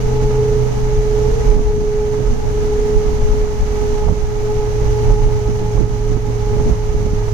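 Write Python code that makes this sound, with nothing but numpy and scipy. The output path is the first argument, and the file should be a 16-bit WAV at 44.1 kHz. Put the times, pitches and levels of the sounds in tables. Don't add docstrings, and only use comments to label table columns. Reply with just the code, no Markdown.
import sys
import numpy as np
from scipy import signal
from scipy.fft import rfft, irfft
from scipy.io import wavfile
from scipy.ndimage import uniform_filter1d

SR = 44100
rng = np.random.default_rng(int(sys.argv[2]) if len(sys.argv) > 2 else 0)


def store_pcm(level_fs):
    pcm = np.round(np.clip(level_fs, -1, 1) * 32767).astype(np.int16)
    wavfile.write(sys.argv[1], SR, np.atleast_2d(pcm).T)


N = 323635
TIME = np.arange(N) / SR
FREQS = np.maximum(np.fft.rfftfreq(N, 1 / SR), 1)

# centre in seconds, level in dB before the rumble's colour,
# length at half power in seconds, left minus right in dB, depth in dB of the dip in the whole sound.
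GUSTS = [(.28, -21, 0.065, 10, 0), (0.99, -12.5, 0.04, -2, 0.5), (1.31, -16, .1, 3, 1),
         (1.535, -10, 0.11, -11, 5), (1.679, -8, 0.045, 5, 4.5), (1.778, -15, 0.053, 7, 4),
         (2.304, -10.5, 0.055, -4, 2), (2.97, -12, 0.044, -8, 1), (3.117, -28, .05, -8, 1.5),
         (3.272, -15, 0.13, 15.5, 1.5), (3.42, -19.5, 0.11, -10, 4), (3.619, -14.5, 0.062, 12, -2),
         (3.953, -14, 0.054, 1, 2), (4.067, -14.5, 0.094, -10.5, 4), (4.248, -16, 0.077, -7, 3),
         (4.599, -16.5, 0.1, -2, 3), (4.88, -12, 0.052, 0, 2), (5.114, -9, 0.057, -8, 3),
         (5.24, -11, 0.15, -5, 2.5), (5.362, -26, 0.048, -8, 2.5), (5.485, -16, 0.024, -10, 2.5),
         (5.816, -15.5, 0.045, -20, 4.5), (6.13, -14, 0.14, -10, 4.5), (6.571, -20, 0.0594, -15, 1.5),
         (6.706, -14, 0.076, -2, 4), (7.018, -15, 0.28, -1, 3.5)]


def undb(db):
    return 10 ** (np.asarray(db) / 20)


def curves(table):
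    s, *columns = np.transpose(table)
    return [np.interp(TIME, s, c) for c in columns]


def colour(table):
    hz, *columns = np.transpose(table)
    return undb([np.interp(np.log(FREQS), np.log(hz), c) for c in columns])


def unit(x):
    return x / np.sqrt(np.mean(x ** 2))


def even(x, size):
    return x / np.sqrt(uniform_filter1d(x ** 2, size=size, axis=-1))


def pan(db):
    return undb(np.array([[1], [-1]]) * db / 2)


def walk(rate):
    return unit(irfft(rfft(rng.standard_normal(N)) / (1 + (FREQS / rate) ** 4), N))


def port_noise(gain, likeness, port_lag_s=0.00029):
    shared, left, right = rfft(rng.standard_normal((3, N)))
    c = np.clip(likeness, 0, 1)
    arrival = np.exp(-2j * np.pi * FREQS * np.array([[port_lag_s], [0]]))
    common = np.sqrt(c) * shared * arrival
    separate = np.sqrt(1 - c) * np.array([left, right])
    return irfft(gain * (common + separate), N)


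def swell(s, db, length, pan_db):
    return (undb(db) * pan(pan_db)) ** 2 / (1 + (2 * (TIME - s) / length) ** 4)


def husk(phase, width_hz):
    return walk(width_hz) * np.cos(phase) + walk(width_hz) * np.sin(phase)


def road(centre_hz=235, width_hz=80, likeness=0.6, pan_db=-2.5):
    # time in seconds, level in dB.
    roar_levels = [(0, -33.5), (.9, -34.5), (1.9, -36), (2.3, -33.5), (3.2, -34), (3.9, -36), (4.4, -40.5),
                   (5.2, -40), (6.1, -34), (7.34, -39.5)]
    db, = curves(roar_levels)
    band = 1 / (1 + ((FREQS - centre_hz) / width_hz) ** 2) ** 2
    return unit(port_noise(band, likeness)) * undb(db) * pan(pan_db)


def rumble(steady_db=-19.5, steady_pan_db=-4.0, likeness=0.4, heave_db=-0.1, gust_top_hz=95):
    # frequency in Hz, relative level in dB (the noise is evened afterwards).
    rumble_colour = [(4, -32), (12, -6.5), (25, 7), (38, 11.5), (50, 2.5), (65, -13), (95, -9.5),
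                     (135, -11.5), (180, -26), (300, -32), (600, -28), (2000, -81)]
    heave = heave_db * np.array([walk(1.9), walk(2.3)])
    steady = undb(steady_db + heave) * pan(steady_pan_db)
    gust_power = sum(swell(s, db, length, pan_db) for s, db, length, pan_db, _ in GUSTS)
    gusty = np.sqrt(steady ** 2 + gust_power)
    air = even(port_noise(colour(rumble_colour), likeness), size=4000)
    deep = irfft(rfft(air) / (1 + (FREQS / gust_top_hz) ** 4), N)
    return deep * gusty + (air - deep) * steady


def roof_echoes(echo_db=-19, decay_s=0.0098):
    tail = rng.standard_normal((2, N)) * np.exp(-TIME / decay_s)
    tail = tail / np.sqrt(np.sum(tail ** 2) / 2)
    return np.abs(1 + undb(echo_db) * rfft(tail))


def rush(shared_hz=1100, likeness=0.65, flicker_db=0.49, swirl_db=1.0, swirl_hz=2200):
    # time in seconds, gain in dB.
    rush_levels = [(0, 1.7), (1.0, 1), (1.45, 3.5), (2, 1), (3, 2), (3.8, 3), (4.3, 1.5), (5.05, 3.5),
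                   (5.6, 1.1), (6.1, 1.5), (6.6, 2), (7.34, 1.5)]
    # frequency in Hz, left and right in dB per Hz.
    rush_colour = [(61.3, -45, -41), (157, -61.5, -51.5), (253, -61, -59), (347, -67.5, -61),
                   (476, -63.5, -61.5), (610, -66.5, -65.5), (884, -63.5, -61.5), (973, -68, -66.5),
                   (1660, -75, -74.5), (1970, -77.5, -76), (2780, -84.5, -79.5), (3700, -84, -79.5),
                   (5520, -82, -80.5), (7960, -87.5, -92.5), (13900, -99.5, -91.5)]
    # centre in Hz, width in Hz, boost at left and at right in dB.
    port_modes = [(1690, 48, 5.5, 1), (1955, 68, 4.5, 0.5), (2250, 540, 3.5, 4), (2890, 350, 2.5, 3.5),
                  (6424, 1370, -2.5, 13.5), (7300, 670, 4, -1.5)]
    db, = curves(rush_levels)
    gain = colour(rush_colour) * roof_echoes()
    for hz, width, left_db, right_db in port_modes:
        peak = 1 / (1 + (2 * (FREQS - hz) / width) ** 2)
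        gain = gain * undb(np.array([[left_db], [right_db]]) * peak)
    air = port_noise(gain * np.sqrt(SR / 2), likeness / (1 + (FREQS / shared_hz) ** 4))
    low = irfft(rfft(air) / (1 + (FREQS / swirl_hz) ** 2), N)
    air = air - low + low * undb(swirl_db * walk(36))
    return air * undb(db + flicker_db * walk(28))


def hum(waver_hz=0.32, throb_db=1.4, cabin_hz=238, cabin_width_hz=7, cabin_db=-38, torn_db=-22):
    # time in seconds, pitch in Hz, level in dB before the throb.
    drone_path = [(0, 124.2, -19.5), (.65, 123.5, -21), (.95, 123.3, -24.5), (1.12, 123.2, -22.5),
                  (1.48, 123, -22.5), (1.72, 122.5, -36), (2.15, 121.3, -26.5), (2.9, 120, -31),
                  (3.4, 118.8, -34), (4.0, 117, -37), (4.4, 115.7, -26.5), (5.0, 114.8, -19.5),
                  (5.6, 113.7, -21.5), (6.1, 112.8, -20.5), (6.6, 111.8, -22.5), (7.05, 110.2, -22.5),
                  (7.34, 110, -19.5)]
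    hz, db = curves(drone_path)
    phase = 2 * np.pi * np.cumsum(hz + waver_hz * walk(5.3)) / SR
    drone = undb(db + throb_db * walk(31)) * (np.sin(phase) + undb(torn_db) * husk(phase, 45))
    resonance = 1 / np.hypot(1, 2 * (2 * hz - cabin_hz) / cabin_width_hz)
    boom = undb(cabin_db + 2.6 * walk(5.3)) * resonance * np.sin(2 * phase)
    return np.sqrt(2) * (drone + boom)


def eddy_force():
    # centre in seconds, level in dB before colour and trim,
    # length at half power in seconds, left minus right in dB.
    eddies = [(0.248, -23.5, 0.025, -10), (1.54, -30.5, 0.026, -20), (1.569, -23.5, 0.023, -23),
              (1.607, -18.5, 0.03, 1), (1.754, -24.5, 0.051, 5), (1.806, -22, 0.075, -8),
              (2.206, -24.5, 0.036, -16), (2.276, -26.5, 0.026, -10), (2.462, -25, 0.028, -9),
              (2.596, -28, 0.034, 14), (3.12, -28, 0.063, -12), (3.232, -33, 0.031, 7),
              (3.27, -31, 0.053, 9), (3.343, -27.5, 0.028, -7), (3.617, -28, 0.045, 6),
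              (3.837, -31, 0.022, -14), (4.098, -23.5, 0.059, -17), (4.11, -26, 0.023, -18),
              (4.824, -23, 0.032, -6), (5.08, -25, .025, -9), (5.13, -24.5, 0.085, -5),
              (5.282, -23, 0.033, -4), (5.353, -31, 0.054, 10), (5.491, -24.5, .02, -20),
              (5.63, -22, 0.032, -11), (5.758, -22, 0.027, -11), (5.823, -19, 0.047, -13),
              (5.912, -23, .02, -9), (6.112, -24, 0.025, -14), (6.167, -22.5, 0.024, -18),
              (6.294, -17.5, 0.024, -5), (6.521, -26, 0.023, -13), (6.56, -27, 0.027, -13),
              (6.607, -25.5, 0.023, -17), (6.676, -20.5, 0.038, 15), (6.709, -20, 0.036, -13.5),
              (6.947, -21.5, 0.016, -16), (7.013, -23.5, 0.028, -12.5), (7.061, -22.5, 0.023, -17),
              (7.124, -25, 0.021, -18)]
    return np.sqrt(sum(swell(*eddy) for eddy in eddies))


def buffets(buffet_db=1.45, ragged_db=2.1, likeness=0.14, bright_hz=520, bright_db=-7, wake_s=0.046, wake_db=-9):
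    # frequency in Hz, relative level in dB (the noise is evened afterwards).
    buffet_colour = [(15, -21), (50, 2.5), (95, 5.5), (200, -3), (320, -9), (600, -20.5), (1200, -37.5),
                     (2500, -62), (6000, -80)]
    force = eddy_force()
    wake = np.abs(irfft(rfft(force) / (1 + 2j * np.pi * FREQS * wake_s), N))
    air = even(port_noise(colour(buffet_colour), likeness), size=900)
    tearing = irfft(rfft(air) / (1 + (bright_hz / FREQS) ** 4), N)
    torn_air = air + undb(bright_db) * tearing * wake / wake.max()
    strength = np.hypot(force, undb(wake_db) * wake)
    return torn_air * strength * undb(buffet_db + ragged_db * walk(66))


def slaps(tear_s=0.0091, tear_hz=520, tear_width=0.91):
    # centre in seconds, swing in dB (its peak lies about 4 dB lower),
    # time scale of the swing in seconds, level of the tearing in dB, left minus right in dB.
    breaking_eddies = [(1.523, -16, 0.0035, -33, -12), (1.591, -20, .003, -31, -15),
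                       (4.073, -8, 0.0062, -33.5, -14), (4.087, -17, 0.0027, -22.5, -10),
                       (4.098, -7, .005, -36, -10), (4.125, -8.5, 0.0027, -39, -18),
                       (5.101, -11, 0.0046, -24, -6), (5.78, -15, 0.0062, -30, -14),
                       (5.814, -7, 0.0026, -34, -10), (5.842, -19, 0.0048, -34, -13),
                       (5.911, -14, 0.004, -35, -17), (6.569, -10, 0.0024, -33, -14),
                       (6.603, -16, .003, -33, -16), (6.676, -10, .0015, -30, 6.5),
                       (6.706, -16, .002, -32, -9), (6.727, -12, 0.0046, -38, -16),
                       (6.998, -21, .0025, -31, -11), (7.136, -6, 0.0023, -42, -17)]
    shove, power = 0, 0
    for s, db, width, tear_db, pan_db in breaking_eddies:
        passing = (TIME - s) / width
        swing = 2 * passing / (1 + passing ** 2) ** 2
        shove = shove - undb(db) * pan(pan_db) * swing
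        power = power + swell(s, tear_db, tear_s, pan_db)
    band = 1 / (1 + ((FREQS / tear_hz - tear_hz / FREQS) / (2 * tear_width)) ** 2) ** 2
    return shove + even(port_noise(band, 0), size=900) * np.sqrt(power)


def beating(pull=0.17):
    # time at the left port and at the right port in seconds, strength of the second rung from 0 to 1.
    beats = [(-.06, .11, 0.46), (.675, 0.777, 0.9), (1.28, 1.42, 0.58), (2.33, 2.46, 0.84),
             (3.19, 3.26, 0.16), (3.61, 3.6, 0.48), (4.23, 4.1, 0.3), (4.75, 2.96, 0.13), (5.6, 5.8, 0.05),
             (5.88, 6.5, 0.18), (6.25, 6.3, 0.02), (6.75, 6.8, 0.17), (7.34, 7.43, 0.46)]
    left_s, right_s, strength = np.transpose(beats)
    cycles = 2 * np.pi * np.arange(len(beats))
    slip = np.array([np.interp(TIME, s, cycles) for s in (left_s, right_s)])
    second = np.array([np.interp(TIME, s, np.clip(strength, 0, 1)) for s in (left_s, right_s)])
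    return 1 - second * np.exp(-1j * (slip + pull * np.sin(slip)))


def overtones(phase, side_phase, octave_db=-0.5, octave_flutter_db=1.0, slip_rad=0.36, husk_db=-7,
              husk_above_hz=15, side_octave_db=-11.0, third_db=-55, third_line_db=-19, pan_db=-3):
    # time in seconds, level in dB before trim and flutter.
    octave_levels = [(0, -47), (.6, -43), (1.9, -44.5), (2.3, -46), (3.1, -46), (4.3, -42), (5.1, -46.5),
                     (5.9, -36), (6.35, -57), (6.6, -38), (7.34, -48.5)]
    # centre in seconds, level in dB before trim and flutter, length at half power in seconds.
    flares = [(.22, -35, 0.23), (0.357, -36.5, .05), (0.622, -42, .05), (0.778, -40, .04),
              (0.892, -38, 0.056), (1.263, -36, 0.07), (1.41, -40, .05), (1.536, -35.5, 0.098),
              (1.695, -31.5, 0.033), (1.816, -36, .05), (2.03, -33, 0.037), (2.424, -34, 0.051),
              (2.708, -41, 0.081), (2.86, -43, 0.031), (2.994, -37, 0.038), (3.206, -34, 0.055),
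              (3.328, -36, 0.032), (3.53, -35.5, .05), (3.676, -37.5, .035), (3.806, -35.5, 0.065),
              (4.01, -32.5, 0.085), (4.5, -30.5, 0.036), (4.622, -32, 0.064), (4.76, -38, 0.035),
              (4.851, -36.5, .05), (4.98, -33.5, 0.092), (5.157, -30.5, 0.14), (5.378, -31.5, 0.05),
              (5.472, -34, 0.045), (5.638, -35.5, 0.086), (5.788, -37, 0.07), (5.95, -41, .04),
              (6.039, -37, 0.06), (6.27, -31, 0.04), (6.43, -38.5, .04), (6.5, -34.5, 0.078),
              (6.831, -38, 0.061), (6.962, -38, 0.065), (7.1, -34, 0.047), (7.2, -37, 0.07)]
    steady_db, = curves(octave_levels)
    flare_power = sum(swell(s, db, length, 0)[0] for s, db, length in flares)
    strength = np.sqrt(undb(steady_db) ** 2 + flare_power)
    octave_gain = undb(octave_db + octave_flutter_db * walk(4.2))
    octave = np.sqrt(2) * octave_gain * np.sin(2 * phase + slip_rad * walk(22))
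    twelfth = np.sqrt(2) * undb(third_line_db) * np.sin(3 * phase + slip_rad * walk(22))
    husk_phase = 2 * phase + 2 * np.pi * husk_above_hz * TIME
    band = np.array([husk(husk_phase, 20) for _ in range(2)]) + husk(husk_phase, 6.7)
    side_band = undb(side_octave_db) * husk(2 * (phase + side_phase), 24)
    band = undb(husk_db) * band / np.sqrt(2) + side_band
    third_band = undb(third_db) * (1.2 * husk(3 * phase, 32.0) + husk(3 * phase + side_phase / 2, 21))
    slow_strength = uniform_filter1d(strength, size=15000)
    return ((octave + twelfth) * strength + band * slow_strength + third_band) * pan(pan_db)


def whistle(pan_db=-1.3, side_hz=27.2, side_flutter_db=3.0, waver_hz=0.97, flutter_db=0.72, lead_rad=0.52, husk_db=-30):
    # time in seconds, pitch in Hz, level in dB before flutter and beating.
    rung_path = [(0, 423.6, -20.5), (.29, 424, -21), (.68, 423.4, -19.5), (1.0, 423, -24.5),
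                 (1.27, 423.8, -17.5), (1.52, 422.2, -18), (1.72, 422, -19.5), (2.08, 422.5, -20),
                 (2.68, 421, -21), (3.01, 423.3, -18.5), (3.49, 422, -21), (4.27, 420.3, -22.5),
                 (4.55, 422.1, -19.5), (5.26, 422.2, -19), (5.65, 421, -21.5), (6.22, 421, -23),
                 (6.42, 417.7, -22.5), (6.62, 422.7, -19), (6.99, 421, -23), (7.34, 420.5, -23)]
    # time in seconds, level in dB before flutter.
    burr_levels = [(0, -34), (.4, -33), (.75, -42), (1.2, -36), (1.38, -29), (1.53, -37), (1.7, -36),
                   (2.0, -49), (2.4, -37), (2.9, -37), (3.6, -46), (3.88, -34), (4.2, -43.5), (5.1, -39),
                   (5.8, -40), (7.34, -38.5)]
    hz, db = curves(rung_path)
    burr_db, = curves(burr_levels)
    phase = 2 * np.pi * np.cumsum(hz + waver_hz * walk(37.5)) / SR
    at_ports = np.sqrt(2) * np.exp(1j * (phase + np.array([[1], [0]]) * lead_rad))
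    tone = beating() * undb(db + flutter_db * walk(15))
    side_phase = 2 * np.pi * np.cumsum(side_hz + 2.6 * walk(17.8)) / SR
    burr = undb(burr_db + side_flutter_db * walk(3.6)) * np.exp(1j * side_phase)
    band = undb(husk_db) * np.abs(tone) * husk(phase + side_phase, 55)
    fundamental = np.imag(at_ports * (tone + burr)) + band
    return fundamental * pan(pan_db) + overtones(phase, side_phase)


def upset(knock_db=-2.0, settle_s=0.078):
    force = irfft(rfft(eddy_force().sum(axis=0)) / (1 + 2j * np.pi * FREQS * settle_s), N)
    return undb(knock_db * force / force.max())


def dips(lag_s=0.006, attack_s=0.081, recovery_s=0.35):
    dips_db = []
    for s, *_, dip_db in GUSTS:
        since = TIME - lag_s - s
        drop = np.clip(since / attack_s + .5, 0, 1)
        dips_db.append(dip_db * drop * np.exp(-np.maximum(since, 0) / recovery_s))
    return undb(-np.max(dips_db, axis=0))


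def scene():
    car = road() + rumble() + hum()
    wind = rush() + buffets() + slaps()
    return (car + wind + whistle() * upset()) * dips()


def record(dry, ceiling=.9, hardness=8, top_hz=14000, fade_s=.003):
    flattened = dry / (1 + np.abs(dry / ceiling) ** hardness) ** (1 / hardness)
    soft_ends = np.clip(np.minimum(TIME, TIME[-1] - TIME) / fade_s, 0, 1)
    top_cut = signal.ellip(8, .2, 70, top_hz, fs=SR, output="sos")
    return signal.sosfilt(top_cut, flattened * soft_ends)


dry = scene()
out = record(dry)
store_pcm(out)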